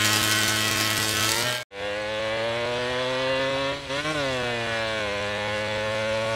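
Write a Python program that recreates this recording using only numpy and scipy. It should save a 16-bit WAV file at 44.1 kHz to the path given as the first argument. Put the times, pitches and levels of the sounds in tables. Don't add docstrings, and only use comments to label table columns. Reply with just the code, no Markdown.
import sys
import numpy as np
from scipy import signal
from scipy.fft import rfft, irfft, next_fast_len
from scipy.io import wavfile
from scipy.ndimage import uniform_filter1d

SR = 44100
rng = np.random.default_rng(int(sys.argv[2]) if len(sys.argv) > 2 else 0)


def pcm_store(signal):
    levels = np.round(np.clip(np.atleast_2d(signal), -1, 1) * 32767)
    wavfile.write(sys.argv[1], SR, levels.astype(np.int16).T)


N = 280035
T = np.arange(N) / SR
CUT_S = 1.67

# multiple of the firing rate, relative level in dB.
CRUISING = [(1, 3.5), (2, -0.5), (3, 0.5), (4, -6), (5, -10.5), (6, -7), (7, -15), (8, -11), (9, -33),
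            (10, -2), (11, -18), (12, -3.5), (13, -9), (14, -0.5), (15, -6), (16, -2.5), (17, -7.5),
            (18, -1), (19, -21), (20, -2.5), (21, -10), (22, -7.5)]
OPENING_UP = [(1, -1), (2, -6), (3, -0.5), (4, 0), (5, -3.5), (6, -12), (7, -31), (8, -2.5), (9, -11),
              (10, -6.5), (11, -10), (12, 1.5), (13, -15), (14, -1), (15, -10), (16, -2.5), (17, 4),
              (18, -7), (19, -5.5), (20, -2), (21, -13), (22, -16)]
REVVING = [(1, 2), (2, -6), (3, -12), (4, -11), (5, -1), (6, -22), (7, -7.5), (8, -10), (9, -12), (10, -17),
           (11, -5.5), (12, -12), (13, -0.5), (14, -8), (15, 0), (16, -6), (17, -17), (18, 2.5), (19, -18),
           (20, -8), (21, -20.5), (22, -16)]
PULLING_AWAY = [(1, -9), (2, -10), (3, -9), (4, -12), (5, -3), (6, -11.5), (7, -13), (8, -7.5), (9, -14.5),
                (10, -9), (11, -9), (12, -17), (13, -18.5), (14, -15), (15, -14), (16, -10.5), (17, -14.5),
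                (18, -12), (19, -13), (20, -16), (21, -12), (22, -19)]
FULL_REVS = [(1, -11.5), (2, -8), (3, -8.5), (4, -1), (5, -10), (6, -22), (7, -7), (8, -11), (9, -8.5),
             (10, -12), (11, -21), (12, -15.5), (13, -12), (14, -19.5), (15, -10.5), (16, -26), (17, -13.5),
             (18, -25), (19, -12), (20, -23), (21, -16.5), (22, -22)]
CLUTCH_SLIPPING = [(1, -11.5), (2, -12), (3, -13), (4, -8), (5, -4.5), (6, -4), (7, -11), (8, -10),
                   (9, -11.5), (10, -9), (11, -10.5), (12, -14), (13, -15.5), (14, -12), (15, -10),
                   (16, -15), (17, -12), (18, -20), (19, -11), (20, -20), (21, -7.5), (22, -17)]
HIGH_GEAR = [(1, -7.5), (2, -10), (3, -15.5), (4, -10), (5, -1.5), (6, -5.5), (7, -15), (8, -4), (9, -11),
             (10, -7), (11, -13), (12, -7), (13, -11.5), (14, -13.5), (15, -17), (16, -12), (17, -12),
             (18, -13.5), (19, -12), (20, -13), (21, -6.5), (22, -16)]


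def crank():
    # time in seconds, firings per second (before the tug).
    speed = [(0, 105.5), (.3, 107.6), (1.05, 108), (1.27, 108.5), (1.36, 114.5), (1.465, 123), (1.65, 123),
             (1.7, 98), (2.05, 106), (2.35, 111), (2.65, 120), (3.25, 131), (3.7, 138), (3.77, 142),
             (3.84, 139), (3.89, 130), (4.0, 146.5), (4.045, 151.3), (4.114, 156.4), (4.15, 152.3),
             (4.25, 135.5), (4.4, 124.2), (4.6, 116.3), (4.97, 109), (5.09, 101), (5.33, 103.5), (5.6, 106),
             (5.9, 108), (6.35, 112)]
    # start in seconds, end in seconds,
    # engine turns per wheel turn, tug on the speed in Hz.
    gears = [(0.05, 1.3, 7.24, 1.09), (1.862, 3.716, 13.1, 1.19), (5.143, 6.346, 8.27, 1.39)]
    # time in seconds,
    # delay of all later firings in engine turns.
    jumps = [(.22, 0.41), (.48, -0.41), (0.709, 0.47), (0.761, 0.36), (.785, 0.16), (0.985, 0.46),
             (1.14, 0.24), (1.204, 0.29), (1.352, 0.28), (1.435, 0.36), (1.815, 0.17), (2.198, 0.17),
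             (2.369, -0.23), (2.657, 0.48), (2.786, 0.5), (3.394, -0.47), (3.506, 0.24), (3.724, .43),
             (3.87, 0.42), (3.975, 0.26), (4.428, .25), (4.67, 0.5), (4.998, -.21), (5.205, 0.41),
             (5.382, 0.14), (5.478, -0.14), (5.678, 0.14), (5.775, 0.24), (5.95, -0.21), (6.254, -.2)]
    hz = follow(speed)
    smooth_turns = np.cumsum(hz) / SR
    for start, end, ratio, tug_hz in gears:
        wheel_turns = (smooth_turns - np.interp(start, T, smooth_turns)) / ratio
        engaged = np.clip(np.minimum(T - start + .1, end - T) / .06, 0, 1)
        hz = hz + tug_hz * engaged * np.cos(2 * np.pi * wheel_turns)
    turns = np.cumsum(hz) / SR
    delayed = sum(delay * (T > s) for s, delay in jumps)
    return np.array([T, hz, turns, delayed])


def orders(motion, ride, upper, pipe, wander_db, scatter, waver, lean, lead_s, count):
    t, hz, turns, delayed = motion
    times = [s for s, _ in ride]
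    low_db = np.array([table for _, table in ride])[:, :, 1].T
    smear = lean + scatter * rng.standard_normal(count)
    swells = drift(len(t), count, seconds=.12)
    wobbles = drift(len(t), count, seconds=.03)
    tone = 0
    for k, lag, swell, wobble in zip(range(1, count + 1), smear, swells, wobbles):
        order_hz = k * hz
        if k > len(low_db):
            db = read(upper, order_hz)
        else:
            db = np.interp(t, times, low_db[k - 1])
        db = db + sum(gain_db / (1 + ((order_hz - f) / width) ** 2) for f, width, gain_db in pipe)
        db = db + wander_db * min(k / 10, 1) * swell
        lag = lag + 2 * np.pi * lead_s * 900 * np.tanh(order_hz / 900)
        jump = np.exp(-2j * np.pi * k * delayed)
        jump = uniform_filter1d(uniform_filter1d(jump, 150), 150)
        phase = 2 * np.pi * k * turns + lag + waver * k / 10 * wobble
        tone = tone + amp(db) * (jump * np.exp(1j * phase)).real
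    return -evened(tone)


def firings(turns, jitter_s, spread_db):
    whole = np.arange(np.ceil(turns[0]), turns[-1])
    late, loud = rng.standard_normal((2, len(whole), 1))
    at = np.interp(whole, turns, np.arange(len(turns)))[:, None] + jitter_s * SR * late
    near = np.round(at) + np.arange(-16, 17)
    clicks = np.sinc(near - at) * np.hanning(33) * amp(spread_db * loud)
    place = np.clip(near, 0, len(turns) - 1).astype(int)
    return np.bincount(place.ravel(), clicks.ravel(), len(turns))


def shut(t):
    # closing starts in seconds, opening starts in seconds,
    # drop in dB before each band's own reach.
    snaps = [(3.708, 3.89, -7.5), (4.0, 4.04, -6), (4.12, 4.139, -4)]
    close_s, open_s = 0.083, 0.012
    drop_db = 0
    for start, end, db in snaps:
        closing = (t - start) / min(close_s, (end - start) / 2)
        opening = 1 + (end - t) / open_s
        drop_db = drop_db + db * np.clip(np.minimum(closing, opening), 0, 1)
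    return drop_db


def exhaust(motion, rows, tone, pulse, gas, ragged, crack_db, jitter_s, spread_db, puff_s, steady, patch_db):
    band_edges_hz = [400, 800, 4500]
    shut_reach = [0.95, 1.23, 1.21, 1.3]
    ragged_per_db = .04
    t, hz, turns, delayed = motion
    s, *columns = np.transpose(rows)
    rasp_db, thud_db, drone_db, sizzle_db = (np.interp(t, s, c) for c in columns)

    fired = np.maximum.accumulate(turns - delayed + 1e-9 * np.arange(len(t)))
    clicks = firings(fired, jitter_s, spread_db)
    puffs = signal.lfilter([1], [1, -np.exp(-1 / (puff_s * SR))], abs(clicks))
    hiss = colour((steady + evened(puffs)) * rng.standard_normal(len(t)), gas)
    crack = -amp(crack_db) * evened(colour(clicks, pulse))

    drop_db = shut(t)
    noisy = np.clip(ragged - ragged_per_db * drop_db, 0, 1)
    rough = crack + np.sqrt(noisy) * evened(hiss)
    raw = np.sqrt(1 - noisy) * tone + patchy(rough, patch_db, bins=4, frames=12)

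    size = next_fast_len(len(t))
    bin_hz, z = np.fft.rfftfreq(size, 1 / SR), rfft(raw, size)
    above = [1] + [1 / (1 + (edge / (bin_hz + 1)) ** 12) for edge in band_edges_hz] + [0]
    out = 0
    for db, reach, lower, upper in zip([thud_db, drone_db, 0, sizzle_db], shut_reach, above, above[1:]):
        band = evened(irfft(z * (lower - upper), size)[:len(t)])
        out = out + amp(rasp_db + db + reach * drop_db) * band
    return out


def close_passage(motion):
    # time in seconds, set of orders.
    ride = [(1.22, CRUISING), (1.33, OPENING_UP), (1.41, OPENING_UP), (1.46, REVVING)]
    # frequency in Hz, relative level in dB.
    upper = [(2300, -6), (2600, -4), (2850, -6.5), (3150, 0.5), (3450, -9), (3700, -6), (4000, -15.5),
             (4500, -15), (4950, -40)]
    # centre in Hz, half-width in Hz, gain in dB.
    pipe = [(623, 90, 3), (925, 42, 4), (1075, 50, 1), (1360, 160, 4), (2000, 130, 4)]
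    # frequency in Hz, relative level in dB per Hz.
    pulse = [(700, -25), (1400, -8), (2500, -2), (4000, -2.5), (5300, -5), (6200, -16.5), (7200, -8),
             (8500, -9), (10000, -17.5), (11600, -10), (13000, -15), (15700, -19)]
    # frequency in Hz, relative level in dB per Hz.
    gas = [(60, -33), (200, -2), (600, -2.5), (1500, -2.5), (3200, -3.5), (4500, -3.5), (6200, -7.5),
           (7500, -8.5), (11600, -17.5), (15700, -25.5)]
    # time in seconds, rasp level in dB, then thud, drone and sizzle in dB over the rasp,
    # all before the throttle drop and the fade.
    mix = [(0, -23.5, -8, -13, -3), (.14, -25, -7, -10, -1), (.3, -25, -7.5, -13.5, -3.5),
           (.6, -26, -7.5, -11.5, -3.5), (1.0, -26.5, -7.5, -11.5, -4), (1.08, -28.5, -7, -8, -1.5),
           (1.2, -26, -9, -11, -3.5), (1.36, -27.5, -6.5, -12.5, -1.5), (1.46, -25, -6, -10, -8),
           (1.55, -27.5, -9.5, -7.5, -9)]
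    tone = orders(motion, ride, upper, pipe,
                  wander_db=3.0, scatter=1.0, waver=0.25, lean=2.7, lead_s=0.00045, count=46)
    return exhaust(motion, mix, tone, pulse, gas, ragged=0.21, crack_db=-11.5, jitter_s=.00002,
                   spread_db=4.0, puff_s=0.0083, steady=1.0, patch_db=2.0)


def distant_passage(motion):
    # time in seconds, set of orders.
    ride = [(2.4, PULLING_AWAY), (3.3, FULL_REVS), (4.15, FULL_REVS), (4.5, CLUTCH_SLIPPING),
            (4.95, CLUTCH_SLIPPING), (5.5, HIGH_GEAR)]
    # frequency in Hz, relative level in dB.
    upper = [(2200, -12), (2500, -11), (2700, -16.5), (2900, -14), (3100, -18.5), (3400, -13.5),
             (3650, -19.5), (3900, -16), (4300, -22.5), (5000, -43)]
    # centre in Hz, half-width in Hz, gain in dB.
    pipe = [(549.7, 47, 5.5), (824, 105, -2), (1099.4, 77.8, 4), (1284, 105, -10), (1465, 67, 9.5),
            (1734, 60.4, 4), (2020, 61, 2.5), (2510, 120, 0), (2770, 38, 4.5), (3430, 30, 4.5),
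            (3780, 46.9, 0)]
    # frequency in Hz, relative level in dB per Hz.
    pulse = [(2500, -29), (4200, -1), (5000, -15), (6200, 0), (8000, -5), (11000, -19), (15700, -56)]
    # frequency in Hz, relative level in dB per Hz.
    gas = [(60, -14), (200, -16), (550, -6.5), (800, -6.5), (2000, -6), (3800, -7.5), (5000, -7),
           (6200, -8.5), (7000, -19), (7600, -10.5), (8300, -16.5), (10500, -18), (11500, -27),
           (15700, -39)]
    # time in seconds, rasp level in dB, then thud, drone and sizzle in dB over the rasp,
    # all before the throttle drop and the fade.
    mix = [(1.83, -34.5, -10.5, 3.5, -20), (2.05, -33.5, -9.5, 2.5, -19.5), (2.47, -30.5, -9, 4.5, -21.5),
           (2.85, -30, -7.5, 4.5, -19), (3.26, -27.5, -8.5, -0.5, -23), (3.7, -29, -6, -3, -22.5),
           (3.95, -29, -7, -3.5, -18), (4.0, -27.5, -7, -7.5, -17), (4.1, -28.5, -2, -2.5, -16.5),
           (4.199, -28.5, -4.5, -1, -17), (4.4, -31, -2.5, 4, -15.5), (4.6, -31, -2.5, 1.5, -17),
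           (4.75, -29.5, -7.5, -2.5, -17.5), (5.13, -32, -6, 0, -17), (5.85, -32, -6, 0.5, -16),
           (6.35, -32.5, -4, 2, -13)]
    tone = orders(motion, ride, upper, pipe,
                  wander_db=2.5, scatter=0.97, waver=0.091, lean=1.4, lead_s=0.00197, count=46)
    return exhaust(motion, mix, tone, pulse, gas, ragged=0.086, crack_db=-21.5, jitter_s=.00002,
                   spread_db=2.0, puff_s=0.018, steady=1.5, patch_db=2.5)


def wind(gust_db):
    # frequency in Hz, relative level in dB per Hz.
    rumble = [(20, -23), (40, -9), (65, 5.5), (110, 5.5), (250, -22), (600, -43.5), (2000, -85)]
    # time in seconds, level in dB.
    strength = [(0, -52), (1.6, -50), (1.8, -48.5), (3, -48.5), (4.5, -47.5), (6.35, -48)]
    gusts = evened(uniform_filter1d(uniform_filter1d(rng.standard_normal(N), 2500), 2500))
    return amp(follow(strength) + gust_db * gusts) * evened(colour(rng.standard_normal(N), rumble))


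def cricket(hz, length_s, level_db, spread_db, uneven_s):
    # first chirp in seconds, last chirp in seconds.
    runs = [(1.904, 2.059), (2.131, 2.248), (2.49, 2.49), (2.588, 2.832), (2.933, 3.127), (3.292, 3.353),
            (3.45, 3.515), (3.662, 3.714), (3.809, 3.952), (4.102, 4.245), (4.385, 4.686), (4.761, 4.76),
            (4.874, 5.254), (5.379, 5.379), (5.603, 5.801), (5.924, 5.924), (6.093, 6.147), (6.242, 6.284)]
    gap_s = .05
    times = np.concatenate([np.linspace(a, b, round((b - a) / gap_s) + 1) for a, b in runs])
    out, t = np.zeros(N + SR), np.arange(round(length_s * SR)) / SR
    for s, (bend, late, loud) in zip(times, rng.standard_normal((len(times), 3))):
        at = round((s + uneven_s * late) * SR)
        chirp = np.hanning(len(t)) * np.sin(2 * np.pi * hz * (1 + 0.0095 * bend) * t)
        out[at:at + len(t)] += amp(level_db + spread_db * loud) * chirp
    return out[:N]


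def air(level_db):
    # frequency in Hz, relative level in dB per Hz.
    hiss = [(300, -25), (2000, -9), (6000, 8), (10500, -1), (11500, -11), (15700, -15)]
    return amp(level_db) * evened(colour(rng.standard_normal(N), hiss))


def amp(db):
    return 10 ** (np.asarray(db) / 20)


def evened(x):
    return x / np.sqrt(np.mean(x ** 2) + 1e-20)


def follow(points):
    return np.interp(T, *np.transpose(points))


def read(points, hz):
    f, value = np.transpose(points)
    return np.interp(np.log(hz + 1), np.log(f + 1), value)


def colour(x, points):
    hz = abs(np.fft.fftfreq(8192, 1 / SR))
    log_gain = np.log(amp(np.maximum(read(points, hz), -100)))
    phase = -signal.hilbert(log_gain).imag
    taps = np.fft.ifft(np.exp(log_gain + 1j * phase)).real[:4096]
    return signal.oaconvolve(x, taps)[:len(x)]


def patchy(x, depth_db, bins, frames):
    z = signal.stft(x, nperseg=512)[2]
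    field = rng.standard_normal(z.shape)
    field = evened(uniform_filter1d(uniform_filter1d(field, bins, 0), frames, 1))
    return signal.istft(z * amp(depth_db * field), nperseg=512)[1][:len(x)]


def drift(n, count, seconds):
    step = 256
    width = max(round(seconds * SR / step), 1)
    knots = evened(uniform_filter1d(rng.standard_normal((count, n // step + 2)), width, axis=1))
    return [np.interp(np.arange(n) / step, np.arange(len(k)), k) for k in knots]


def scene():
    close, away = np.split(crank(), [round(CUT_S * SR)], axis=1)
    motorcycle = np.r_[close_passage(close), distant_passage(away)]
    chirps = cricket(hz=7880, length_s=0.021, level_db=-53.5, spread_db=2.2, uneven_s=.003)
    return (motorcycle + wind(gust_db=2.0) + chirps + air(level_db=-54.5))[None]


def record(dry):
    # time in seconds, gain as a factor.
    fade = [(0, 1), (1.5, 1), (1.63, 0.31), (1.632, 0.0023), (1.652, 0), (1.705, 0), (1.83, 0.98),
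            (6.35, 0.98)]
    edge_hz = 15780
    low_pass = signal.firwin(2047, edge_hz, window=("kaiser", 9), fs=SR)
    return signal.oaconvolve(dry * follow(fade), low_pass[None], "same")


dry = scene()
out = record(dry)
pcm_store(out)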